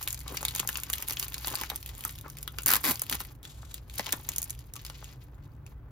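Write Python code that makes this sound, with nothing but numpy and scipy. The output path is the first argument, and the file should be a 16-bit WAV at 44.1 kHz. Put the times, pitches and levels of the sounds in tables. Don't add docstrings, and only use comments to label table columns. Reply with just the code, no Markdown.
import sys
import numpy as np
from scipy import signal
from scipy.fft import rfft, irfft, next_fast_len
from scipy.io import wavfile
from scipy.ndimage import uniform_filter1d, map_coordinates

SR = 44100
rng = np.random.default_rng(int(sys.argv[2]) if len(sys.argv) > 2 else 0)


def put_to_file(sound):
    columns = np.atleast_2d(sound).T
    safe = np.clip(columns, -1, 1)
    whole_steps = np.round(safe * 32767)
    wavfile.write(sys.argv[1], SR, whole_steps.astype(np.int16))


N = 260628

# start in seconds, crack in dB, flex in dB, crease pitch in Hz.
BUCKLES = [(0.0277, -29.5, -40, 5000), (0.0757, -25, -25.5, 3900), (0.1059, -28, -39, 3600),
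           (0.1284, -25, -44, 6400), (0.1449, -31, -39, 5200), (0.1913, -37.5, -49, 6700),
           (0.2048, -39, -44, 4000), (0.279, -34.5, -35.5, 4400), (0.3706, -31, -28, 4700),
           (0.3738, -32, -27.5, 4840), (0.4083, -40, -40.0, 6600), (0.4293, -31, -35.0, 6800),
           (0.451, -20, -22.5, 4050), (0.4829, -26.5, -25.5, 3620), (0.509, -36.5, -38, 4200),
           (0.5503, -24, -28, 6800), (0.561, -24.5, -40.5, 5600), (0.5795, -34, -35, 3040),
           (0.5952, -26.5, -25, 6850), (0.5989, -20.5, -23.5, 6800), (0.6746, -22.0, -33, 6800),
           (0.6897, -23.5, -28, 2780), (0.7287, -35.0, -40, 3800), (0.7559, -51, -26, 2810),
           (0.772, -26, -33, 6800), (0.7838, -58, -38, 1600), (0.8346, -26, -33, 2800),
           (0.9003, -24.5, -30.5, 6800), (0.9312, -23, -32, 3200), (0.9355, -22, -25, 3130),
           (0.9824, -33, -35.0, 2800), (1.0244, -27.5, -31.5, 2620), (1.0844, -23.5, -35, 6500),
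           (1.0977, -29.5, -29.5, 5470), (1.1077, -26, -26.5, 5870), (1.1243, -30, -43, 3000),
           (1.1335, -31, -37, 6700), (1.1703, -46, -27.5, 3030), (1.1972, -22.5, -28.5, 5200),
           (1.2271, -29.0, -27, 2980), (1.2439, -35, -36, 2800), (1.2823, -32, -40.5, 5100),
           (1.3428, -28, -29, 3980), (1.3808, -35, -34, 4600), (1.4463, -45, -29.5, 4530),
           (1.4719, -24, -33, 6600), (1.4814, -26, -30, 3880), (1.5069, -33, -46, 4600),
           (1.5542, -23.5, -27.5, 4600), (1.6129, -29, -31, 2940), (1.6352, -35, -28, 2200),
           (1.7003, -26.5, -27, 3550), (1.7595, -25.5, -35, 6000), (1.8282, -39, -39.5, 5030),
           (1.8611, -32.5, -39.0, 3000), (1.8905, -39, -44, 5000), (1.9799, -38, -56, 3600),
           (2.0076, -36.5, -42, 3000), (2.0385, -35.5, -36, 2800), (2.0506, -21.5, -47, 5950),
           (2.0783, -38, -57.5, 6000), (2.0931, -39.0, -37, 1794), (2.1246, -43, -62.5, 2400),
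           (2.1569, -41, -47.5, 3100), (2.1866, -41, -43, 3670), (2.2115, -38.5, -49, 3700),
           (2.3004, -36.5, -47, 1600), (2.37, -40, -43, 5100), (2.3859, -38, -43.5, 5200),
           (2.429, -30.5, -44, 5200), (2.4773, -31.5, -30.5, 3100), (2.5857, -31, -27.5, 2760),
           (2.6201, -36, -55, 5100), (2.6337, -32, -40.5, 6700), (2.6612, -16, -31, 2680),
           (2.6827, -15.5, -21.5, 6000), (2.7137, -17, -26.5, 1600), (2.7362, -16.0, -20, 1700),
           (2.9084, -29, -43, 3600), (2.9564, -35.5, -33, 5140), (2.995, -29.0, -35.5, 5100),
           (3.0185, -19.5, -36, 6470), (3.097, -24.5, -27.5, 6570), (3.1258, -25, -25.0, 1700),
           (3.152, -27.5, -37.0, 6500), (3.2037, -31.5, -33.0, 2790), (3.2378, -44, -58, 1600),
           (3.2505, -47, -43, 1920), (3.4299, -44, -48.5, 3500), (3.4519, -46, -37, 3500),
           (3.7425, -30, -36.5, 3840), (3.7798, -53.5, -44.5, 2400), (3.8978, -44, -42.5, 2520),
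           (3.9797, -37, -30.5, 6170), (3.9834, -26, -48, 6730), (3.9951, -31.5, -24, 1870),
           (4.0611, -46, -34, 4400), (4.0659, -33, -29.5, 3180), (4.0811, -57, -36, 2500),
           (4.0915, -42.0, -32.5, 2940), (4.1239, -19, -32, 6900), (4.1273, -20.5, -22.5, 1760),
           (4.2897, -21.5, -30.5, 6800), (4.3183, -36.5, -41, 5400), (4.3367, -41, -43, 2600),
           (4.3617, -25, -38.5, 4900), (4.3829, -19, -35.5, 6800), (4.4184, -27, -42.5, 6800),
           (4.4288, -26.0, -37.5, 6800), (4.4416, -30, -50.0, 6400), (4.4975, -32.5, -43, 6300),
           (4.5052, -25.5, -37.5, 6400), (4.5909, -42.5, -46.5, 2040), (4.7373, -34, -44, 6520),
           (4.7564, -39.0, -44, 6300), (4.7639, -36, -38, 6400), (4.85, -35.5, -36.5, 4860),
           (4.8647, -39.5, -38.5, 5140), (4.8993, -38.5, -36.5, 1630), (5.0434, -39.5, -46, 3480),
           (5.6645, -48.5, -47.5, 2570)]
# time in seconds, treble tilt in dB per octave.
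FILM_TENSION = [(0, -12), (1.2, -1.5), (1.8, -4), (3.1, 0.5), (4.1, -7.5), (5.2, -12)]
# start in seconds, length in seconds, slips per second, crack in dB,
# pluck in dB, sizzle in dB, wall pitch in Hz, moment of hardest pull as a share of the length,
# flap in dB, flap sag in Hz per second.
RIPS = [(2.6614, .104, 105, -20.5, -26.5, -33.5, 1563, 0.63, -55.5, 642),
        (2.8401, 0.081, 150, -25.5, -29, -28.5, 1150, 0.26, -38, 1620)]
# time in seconds, level in dB.
FINGER_EFFORT = [(0, -50.5), (.23, -57.5), (.32, -49), (1.25, -52.5), (1.65, -48.5), (1.8, -59.5),
                 (2.05, -53), (2.2, -61.5), (2.54, -60.5), (2.78, -50.5), (3.3, -55.5), (3.39, -82),
                 (3.84, -69), (4.02, -52.5), (4.5, -59.5), (4.72, -76), (5.1, -72.5), (5.9, -89.5)]
# start in seconds, length in seconds, rustle in dB, fine crinkle in dB.
CRUMPLES = [(.005, 0.014, -49, -31.5), (0.078, 0.026, -49, -37), (0.27, 0.046, -50, -48),
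            (0.537, 0.061, -42.5, -44), (0.67, 0.095, -49.5, -46), (0.915, 0.16, -53, -48),
            (1.071, .06, -47.5, -46), (1.189, 0.044, -45, -39), (1.388, 0.089, -45, -46),
            (1.518, 0.11, -42.5, -44), (1.865, 0.029, -51, -47), (2.018, 0.088, -53, -46),
            (3.106, 0.035, -35.5, -33), (3.185, 0.025, -41.5, -41), (3.93, 0.084, -48, -49),
            (3.995, 0.12, -47, -49), (4.288, 0.213, -55.5, -52), (4.566, 0.11, -65, -65),
            (4.754, 0.065, -53, -56.5), (4.845, 0.022, -49, -46), (4.877, 0.25, -55, -62),
            (5.204, 0.022, -58, -56.5), (5.42, 0.033, -67.5, -69), (5.666, 0.052, -67, -66)]
# time in seconds, level in dB, centre pitch in Hz.
BOX_KNOCKS = [(.0135, -34.5, 1150), (.0775, -40, 990), (.3238, -34, 375), (.4303, -27.5, 750),
              (.452, -28.5, 1230), (.6007, -31.5, 1180), (.604, -35.5, 290), (.6316, -30, 1100),
              (.6506, -33, 970), (.6918, -21.5, 1820), (.7565, -43, 1300), (.785, -34, 1400),
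              (.9014, -31.5, 1190), (1.4472, -31, 1010), (1.5423, -24.5, 902), (1.618, -34, 1590),
              (1.637, -29, 1260), (1.7035, -30, 1000), (1.7183, -28.5, 763), (2.052, -27.5, 1260),
              (2.2635, -47, 1250), (2.4784, -33, 1300), (2.5867, -28, 1345), (2.6955, -24.5, 1600),
              (2.7065, -25, 1450), (2.7155, -20.5, 1400), (2.7372, -23.5, 1100), (2.7412, -24.5, 1000),
              (3.022, -32.5, 803), (3.1274, -24, 1385), (3.2069, -29, 910), (3.6322, -38, 980),
              (3.997, -23, 700), (4.0005, -28, 270), (4.0715, -43, 420), (4.0925, -28, 1700),
              (4.1336, -30, 605), (4.291, -37, 607), (4.9003, -35.5, 797), (5.0277, -36.5, 920)]
# start in seconds, length in seconds, level in dB, hollow pitch in Hz.
SKIN_RUBS = [(0.261, 0.033, -48, 1204), (0.294, 0.059, -46.5, 470), (0.407, 0.048, -53.5, 648),
             (0.589, 0.074, -54, 1350), (0.738, .05, -49.5, 1195), (0.958, 0.092, -53.5, 1400),
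             (1.085, 0.029, -49.5, 1006), (1.462, 0.025, -42, 1050), (1.495, 0.04, -48.5, 481.6),
             (1.567, 0.061, -44.5, 1311), (1.715, 0.017, -43, 827), (2.04, 0.042, -49, 1395),
             (2.238, 0.048, -48, 1450), (3.11, 0.038, -42.5, 270), (3.986, 0.018, -44, 455),
             (4.066, 0.012, -40.5, 906), (4.133, 0.01, -43, 248), (4.75, 0.018, -49.5, 1250)]
# start in seconds, length in seconds, level in dB.
FILM_SLIDES = [(1.863, 0.32, -63), (3.427, .1, -54), (3.527, 0.16, -59), (3.69, 0.078, -54.5),
               (3.902, 0.068, -58), (4.902, .2, -65)]

# frequency in Hz, relative level in dB.
CRACK_EQ = [(3000, -48.5), (6000, -7), (8000, -3), (10500, 2), (12200, -0.5), (14000, 1.5), (15500, -6),
            (16500, -42.5)]
FLEX_EQ = [(400, -22.5), (1000, -5), (1500, -4.5), (2300, 1.5), (3000, 1.5), (5000, -0.5), (6500, 0.5),
           (9000, -14.5)]
PANEL_EQ = [(750, -32.5), (1050, 5), (1450, 2), (2100, 8), (2800, -4.5), (5000, 2.5), (7000, -15.5),
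            (9000, -24)]
CARD_EQ = [(90, -43), (180, 1), (280, 2), (500, -3.5), (700, -1), (960, 3.5), (1300, -1.5), (2200, -9),
           (5000, -29.5)]
SLIDE_EQ = [(700, -8), (2000, -5), (3600, 0.5), (5000, -3), (7500, 2), (14000, -8.5), (16500, -25)]
PORT_EQ = [(450, 1.5), (650, -1.5), (950, 0), (5200, 1), (5600, -3.5), (6400, -0.5), (8200, 0), (9800, 0),
           (12700, -0.45), (14000, 1)]
ROOM_TONE_EQ = [(18, -27.5), (28, -18.5), (42, -5), (60, -4), (78, -6.5), (100, -5.5), (125, -4),
                (165, -20.5), (300, -22), (600, -30.5), (1500, -37.5), (4000, -57), (9000, -70.5),
                (15000, -52.5)]

# frequency in Hz, left-right likeness from 0 to 1.
FACET_LIKENESS = [(200, .85), (1000, .75), (2500, .58), (5000, .55), (8000, .8), (14000, .92)]
DIFFUSE_LIKENESS = [(100, .97), (300, .75), (1000, .4), (4000, .2), (8000, .5), (14000, .75)]
# frequency in Hz, left lead in radians.
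PORT_LEAD = [(200, 0), (1300, .6), (2800, 1.5), (4000, .6), (5200, .5), (5800, -1.2), (7000, -1.8),
             (7700, -2.8), (9500, -3.6), (12500, -5.8), (14000, -6.1)]
# frequency in Hz, left minus right in dB.
PORT_BALANCE = [(120, -12), (450, 6.5), (2000, 2), (3200, 5), (5300, 4), (5700, -5.5), (6900, 6.5),
                (9000, -1)]
# frequency in Hz, T60 in seconds.
BASE_DECAY = [(200, 0.08), (1500, 0.31), (6000, 0.16), (15000, 0.09)]
# centre in Hz, width in Hz, rms level in dB.
HUM_BANDS = [(57.8, 10.9, -50), (118.3, 8.7, -61), (144.5, 2.2, -58), (289.2, 15, -72)]

ATTACK_S, FILM_RELEASE_T60_S, RUB_RELEASE_T60_S = 0.0072, 0.12, .05
RIP_RELEASE_T60_S = 0.088


def film_snaps(crack_trim_db=-1, flex_trim_db=-2):
    start, crack_db, flex_db, crease_hz = np.vstack([in_steps(np.array(BUCKLES)), chance_buckles()]).T
    tilt_db = np.interp(start, *np.transpose(FILM_TENSION))[:, None]
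    crack = bursts(start, crack_db + crack_trim_db, CRACK_EQ, rise=0.0002, t60=0.0051,
                   ring_db=-24, ring_t60=0.059, ripple_db=3.5, tilt_db=tilt_db)
    flex = bursts(start, flex_db + flex_trim_db, FLEX_EQ, rise=0.00037, t60=0.006,
                  ring_db=-20.5, ring_t60=0.066, ripple_db=3, crease_hz=crease_hz)
    return crack + flex


def in_steps(buckles, lead_in_s=.0013, lead_in_db=-19.5, settle_s=.0031, settle_db=-11.5):
    early, late = (.5 + rng.random((len(buckles), 2))).T
    step = lambda delay, db: buckles + np.outer(delay, [1, 0, 0, 0]) + [0, db, db, 0]
    return np.vstack([buckles, step(-lead_in_s * early, lead_in_db), step(settle_s * late, settle_db)])


def chance_buckles(count=160, per_s=18, crack_db=12, flex_db=9, scatter_db=3, pitch_hz=3400):
    chance = rng.random((count, 4))
    start = np.cumsum(-np.log(1 - chance[:, 0])) / per_s
    effort_db = np.interp(start, *np.transpose(FINGER_EFFORT))[:, None]
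    db = effort_db + scatter_db * np.sqrt(3) * (2 * chance[:, 1:3] - 1)
    crease_hz = pitch_hz * 2 ** (2 * chance[:, 3] - 1)
    return np.column_stack([start, db + [crack_db, flex_db], crease_hz])[start < N / SR]


def tear(wall_db=-2.5):
    start, crack_db, pluck_db, wall_hz = rip_slips().T
    crack = bursts(start, crack_db, CRACK_EQ, rise=.00025, t60=.0045,
                   ring_db=-18, ring_t60=.035, ripple_db=3)
    pluck = bursts(start, pluck_db, PANEL_EQ, rise=0.00024, t60=0.0064,
                   ring_db=-11.5, ring_t60=0.062, ripple_db=0.0)
    tugs = box_knocks(np.column_stack([start, pluck_db + wall_db, wall_hz]), ring_db=-2, ring_t60=0.025)
    return crack + pluck + tugs + flap() + sizzle()


def rip_slips(count=24, jitter=.2, scatter_db=1, swell_db=26, wall_sag_hz_per_s=4000):
    rows = []
    for start, length, rate, crack_db, pluck_db, _, wall_hz, hardest, *_ in RIPS:
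        late, size = rng.standard_normal((count, 2)).T
        step = np.arange(count)
        age = (step + jitter * late * (step > 0)) / rate
        size_db = scatter_db * np.clip(size, -1, 1)
        pull_db = -swell_db * (age / length - hardest) ** 2
        pitch_hz = wall_hz - wall_sag_hz_per_s * age
        slips = np.column_stack([start + age, crack_db + size_db, pluck_db + size_db + pull_db, pitch_hz])
        rows.append(slips[age < length])
    return np.vstack(rows)


def sizzle(rustle_db=-7.5, rub_db=-8.5):
    start, length, _, _, _, sizzle_db, *_ = np.transpose(RIPS)
    parting = grains(CRACK_EQ, per_s=3000, scatter_db=3.0, clump_db=6.0)
    sheet = amp(rustle_db) * grains(FLEX_EQ, per_s=2000, scatter_db=3.0, clump_db=3.5)
    card = amp(rub_db) * grains(CARD_EQ, per_s=4500, scatter_db=3.5, clump_db=3.0)
    gain = strokes(start, length, sizzle_db, attack=0.0019, release_t60=RIP_RELEASE_T60_S)
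    return gain * (parting + sheet + card)


def flap(start_hz=352.5, hold_share=.75):
    age, _, rip_length, *_, sag = latest(RIPS)
    start, length, *_, db, _ = np.transpose(RIPS)
    gain = strokes(start, hold_share * length, db, attack=0.037, release_t60=RIP_RELEASE_T60_S)
    return gain * rough_tone(start_hz - sag * np.minimum(age, rip_length), width_hz=60)


def handling(steady_crinkle_db=1.5, steady_rub_db=-6, still_hand_db=-66):
    effort_db = np.interp(np.arange(N) / SR, *np.transpose(FINGER_EFFORT))
    start, length, rustle_db, crinkle_db = np.transpose(CRUMPLES)
    crinkle = power_sum(amp(effort_db + steady_crinkle_db), strokes(start, length, crinkle_db))
    rustle = power_sum(amp(effort_db), strokes(start, length, rustle_db))
    rub = power_sum(amp(still_hand_db), amp(effort_db + steady_rub_db), rub_envelope())
    return (crinkle * amp(-2.0) * grains(CRACK_EQ, per_s=4800, scatter_db=5.5, clump_db=6.0)
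            + rustle * amp(-2.5) * grains(FLEX_EQ, per_s=2500, scatter_db=5.5, clump_db=3.5)
            + rub * amp(-1.5) * grains(CARD_EQ, per_s=1500, scatter_db=3.5, clump_db=6.0))


def box_knocks(knocks, ring_db=-9, ring_t60=0.019, wave_db=-1, thud_db=-18, octaves=0.46, size=2048):
    start, db, pitch_hz = np.transpose(knocks)
    centre = pitch_hz[:, None]
    t, hz = np.arange(size) / SR, np.fft.rfftfreq(size, 1 / SR) + 1
    lead_s, travel_s = .004, 0.002667
    delay = lead_s + travel_s * (np.sqrt(1000 / hz) - np.sqrt(1000 / centre))
    phase = 2 * np.pi * np.cumsum(delay, axis=1) * SR / size
    stiffness = np.clip(centre / 1300, .55, 1.1)
    wave = irfft(np.exp(-.5 * (np.log2(hz / centre) * stiffness / octaves) ** 2 - 1j * phase))
    wave = wave / np.abs(wave).max(axis=1, keepdims=True)
    ring = stiffness ** 2 * np.sin(2 * np.pi * centre * t) * fade(t, ring_t60)
    thud = bursts(start, db + thud_db, CARD_EQ, rise=.0005, t60=.02,
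                  ring_db=-14, ring_t60=.035, ripple_db=3)
    return (placed(start - lead_s, amp(db + wave_db)[:, None] * wave)
            + placed(start, amp(db + ring_db)[:, None] * ring) + thud)


def hollow_card(trim_db=-6.5, sag_octaves_per_s=8):
    age, _, length, _, pitch_hz = latest(SKIN_RUBS)
    sunk_octaves = sag_octaves_per_s * np.minimum(age, length)
    return amp(trim_db) * rub_envelope() * rough_tone(pitch_hz * 2 ** -sunk_octaves, width_hz=240)


def rub_envelope():
    start, length, db, _ = np.transpose(SKIN_RUBS)
    return strokes(start, length, db, release_t60=RUB_RELEASE_T60_S)


def sliding_wrap():
    hiss = grains(SLIDE_EQ, per_s=6600, scatter_db=3.0, clump_db=3.5)
    return strokes(*np.transpose(FILM_SLIDES)) * hiss


def bursts(times, db, eq, rise, t60, ring_db, ring_t60, ripple_db, tilt_db=0, crease_hz=None, size=2048):
    t, hz = np.arange(size) / SR, np.fft.rfftfreq(size, 1 / SR)
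    chance = rng.standard_normal((len(times), 3, size)).swapaxes(0, 1)
    treble_octaves = np.log2(np.maximum(hz, 7000) / 7000)
    ripple = unit(uniform_filter1d(chance[2, :, :len(hz)], size=24, axis=1))
    colour_db = along(eq, hz) + ripple_db * ripple + tilt_db * treble_octaves
    if crease_hz is not None:
        boost_db, width_octaves = 8, .14
        octaves_off = np.log2((hz + 1) / crease_hz[:, None])
        colour_db = colour_db + boost_db * np.exp(-.5 * (octaves_off / width_octaves) ** 2)
    noise = irfft(rfft(chance[:2]) * amp(colour_db))
    attack = 1 - np.exp(-(t / rise) ** 2)
    decay = fade(t, t60) + amp(ring_db) * fade(t, ring_t60)
    hits = noise * attack * decay
    onset_rms = np.sqrt(np.mean(hits[..., t < .002] ** 2, axis=-1))
    hits = hits * (amp(db) / onset_rms)[..., None]
    return spread(np.array([placed(times, half) for half in hits]), FACET_LIKENESS)


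def grains(eq, per_s, scatter_db, clump_db):
    slips = (rng.random(N) < per_s / SR) * rng.choice([-1, 1], (2, N))
    size_db = scatter_db * np.clip(rng.standard_normal(N), -2, 2)
    swell_db = clump_db * np.clip(wobble(130), -2, 2)
    return coloured(spread(slips * amp(size_db + swell_db), FACET_LIKENESS), eq)


def rough_tone(hz, width_hz):
    phase = 2 * np.pi * np.cumsum(hz) / SR
    return unit(np.sin(phase + wobble(width_hz)) * amp(3.8 * wobble(width_hz)))


def strokes(starts, lengths, db, attack=ATTACK_S, release_t60=FILM_RELEASE_T60_S):
    t = np.arange(N) / SR
    power = np.zeros(N)
    for start, hold, level in zip(starts, lengths, db):
        near = slice(max(int(start * SR), 0), int((start + hold + release_t60) * SR))
        age = t[near] - start
        release = fade(np.maximum(age - hold, 0), release_t60)
        power[near] += (amp(level) * np.clip(age / attack, 0, 1) * release) ** 2
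    return np.sqrt(power)


def latest(rows):
    table, t = np.array(rows), np.arange(N) / SR
    now = table[np.maximum(np.searchsorted(table[:, 0], t) - 1, 0)]
    return np.maximum(t - now[:, 0], 0), *now.T


def placed(times, sounds):
    index = np.round(times * SR).astype(int)[:, None] + np.arange(sounds.shape[1])
    return np.bincount(np.maximum(index, 0).ravel(), sounds.ravel(), N)[:N]


def power_sum(*gains):
    return np.sqrt(sum(gain ** 2 for gain in gains))


def amp(db):
    return 10 ** (np.asarray(db) / 20)


def unit(x):
    return x / np.sqrt(np.mean(x ** 2) + 1e-20)


def along(points, hz):
    point_hz, values = np.transpose(points)
    return np.interp(np.log(hz + 1), np.log(point_hz + 1), values)


def fade(t, t60):
    return np.exp(-np.log(1000) * t / t60)


def wobble(rate):
    knots = rng.standard_normal(4096)
    return map_coordinates(knots, [np.arange(N) * rate / SR], mode="wrap")


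def filtered(x, response):
    size = next_fast_len(N + SR // 2)
    return irfft(rfft(x, size) * response(np.fft.rfftfreq(size, 1 / SR)), size)[..., :N]


def coloured(x, eq):
    return unit(filtered(x, lambda hz: amp(along(eq, hz))))


def spread(pair, likeness):
    size = pair.shape[-1]
    fast = next_fast_len(size, True)
    turn = np.arccos(np.clip(along(likeness, np.fft.rfftfreq(fast, 1 / SR)), -1, 1)) / 2
    mid, side = rfft(pair[0], fast) * np.cos(turn), rfft(pair[1], fast) * np.sin(turn)
    return irfft(np.array([mid + side, mid - side]), fast)[..., :size]


def diffuse(size):
    return spread(rng.standard_normal((2, size)), DIFFUSE_LIKENESS)


def ports(pair):
    left = lambda hz: np.exp(.5j * along(PORT_LEAD, hz)) * amp(along(PORT_BALANCE, hz) / 2)
    return filtered(pair, lambda hz: amp(along(PORT_EQ, hz)) * np.array([left(hz), 1 / left(hz)]))


def reflections(x, t60_scale, build_s, size=SR // 2):
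    hz, t, bands = signal.stft(diffuse(size), SR, nperseg=256)
    decay = fade(t, t60_scale * along(BASE_DECAY, hz)[:, None])
    tail = signal.istft(bands * decay, SR, nperseg=256)[1]
    tail = tail * (1 - np.exp(-(np.arange(tail.shape[1]) / SR / build_s) ** 2))
    return signal.fftconvolve(x.mean(axis=0)[None], tail / np.linalg.norm(tail[0]), axes=1)[:, :N]


def machine_hum():
    hum = np.zeros(N)
    for centre_hz, width_hz, db in HUM_BANDS:
        band = lambda hz: 1 / (1 + (2 * (hz - centre_hz) / width_hz) ** 4)
        hum += amp(db) * unit(filtered(rng.standard_normal(N), band))
    return hum


def room_tone(db=-49):
    return amp(db) * coloured(diffuse(N), ROOM_TONE_EQ)


def scene():
    direct = film_snaps() + tear() + handling() + sliding_wrap() + hollow_card() + box_knocks(BOX_KNOCKS)
    scatter = amp(-16) * reflections(direct, t60_scale=0.16, build_s=0.0044)
    room = amp(-17) * reflections(direct, t60_scale=0.63, build_s=0.0047)
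    return ports(direct + scatter + room) + machine_hum() + room_tone()


def record(dry, top_hz=16900, slope_width_hz=900):
    return filtered(dry, lambda hz: np.clip((top_hz - hz) / slope_width_hz, 0, 1))


dry = scene()
out = record(dry)
put_to_file(out)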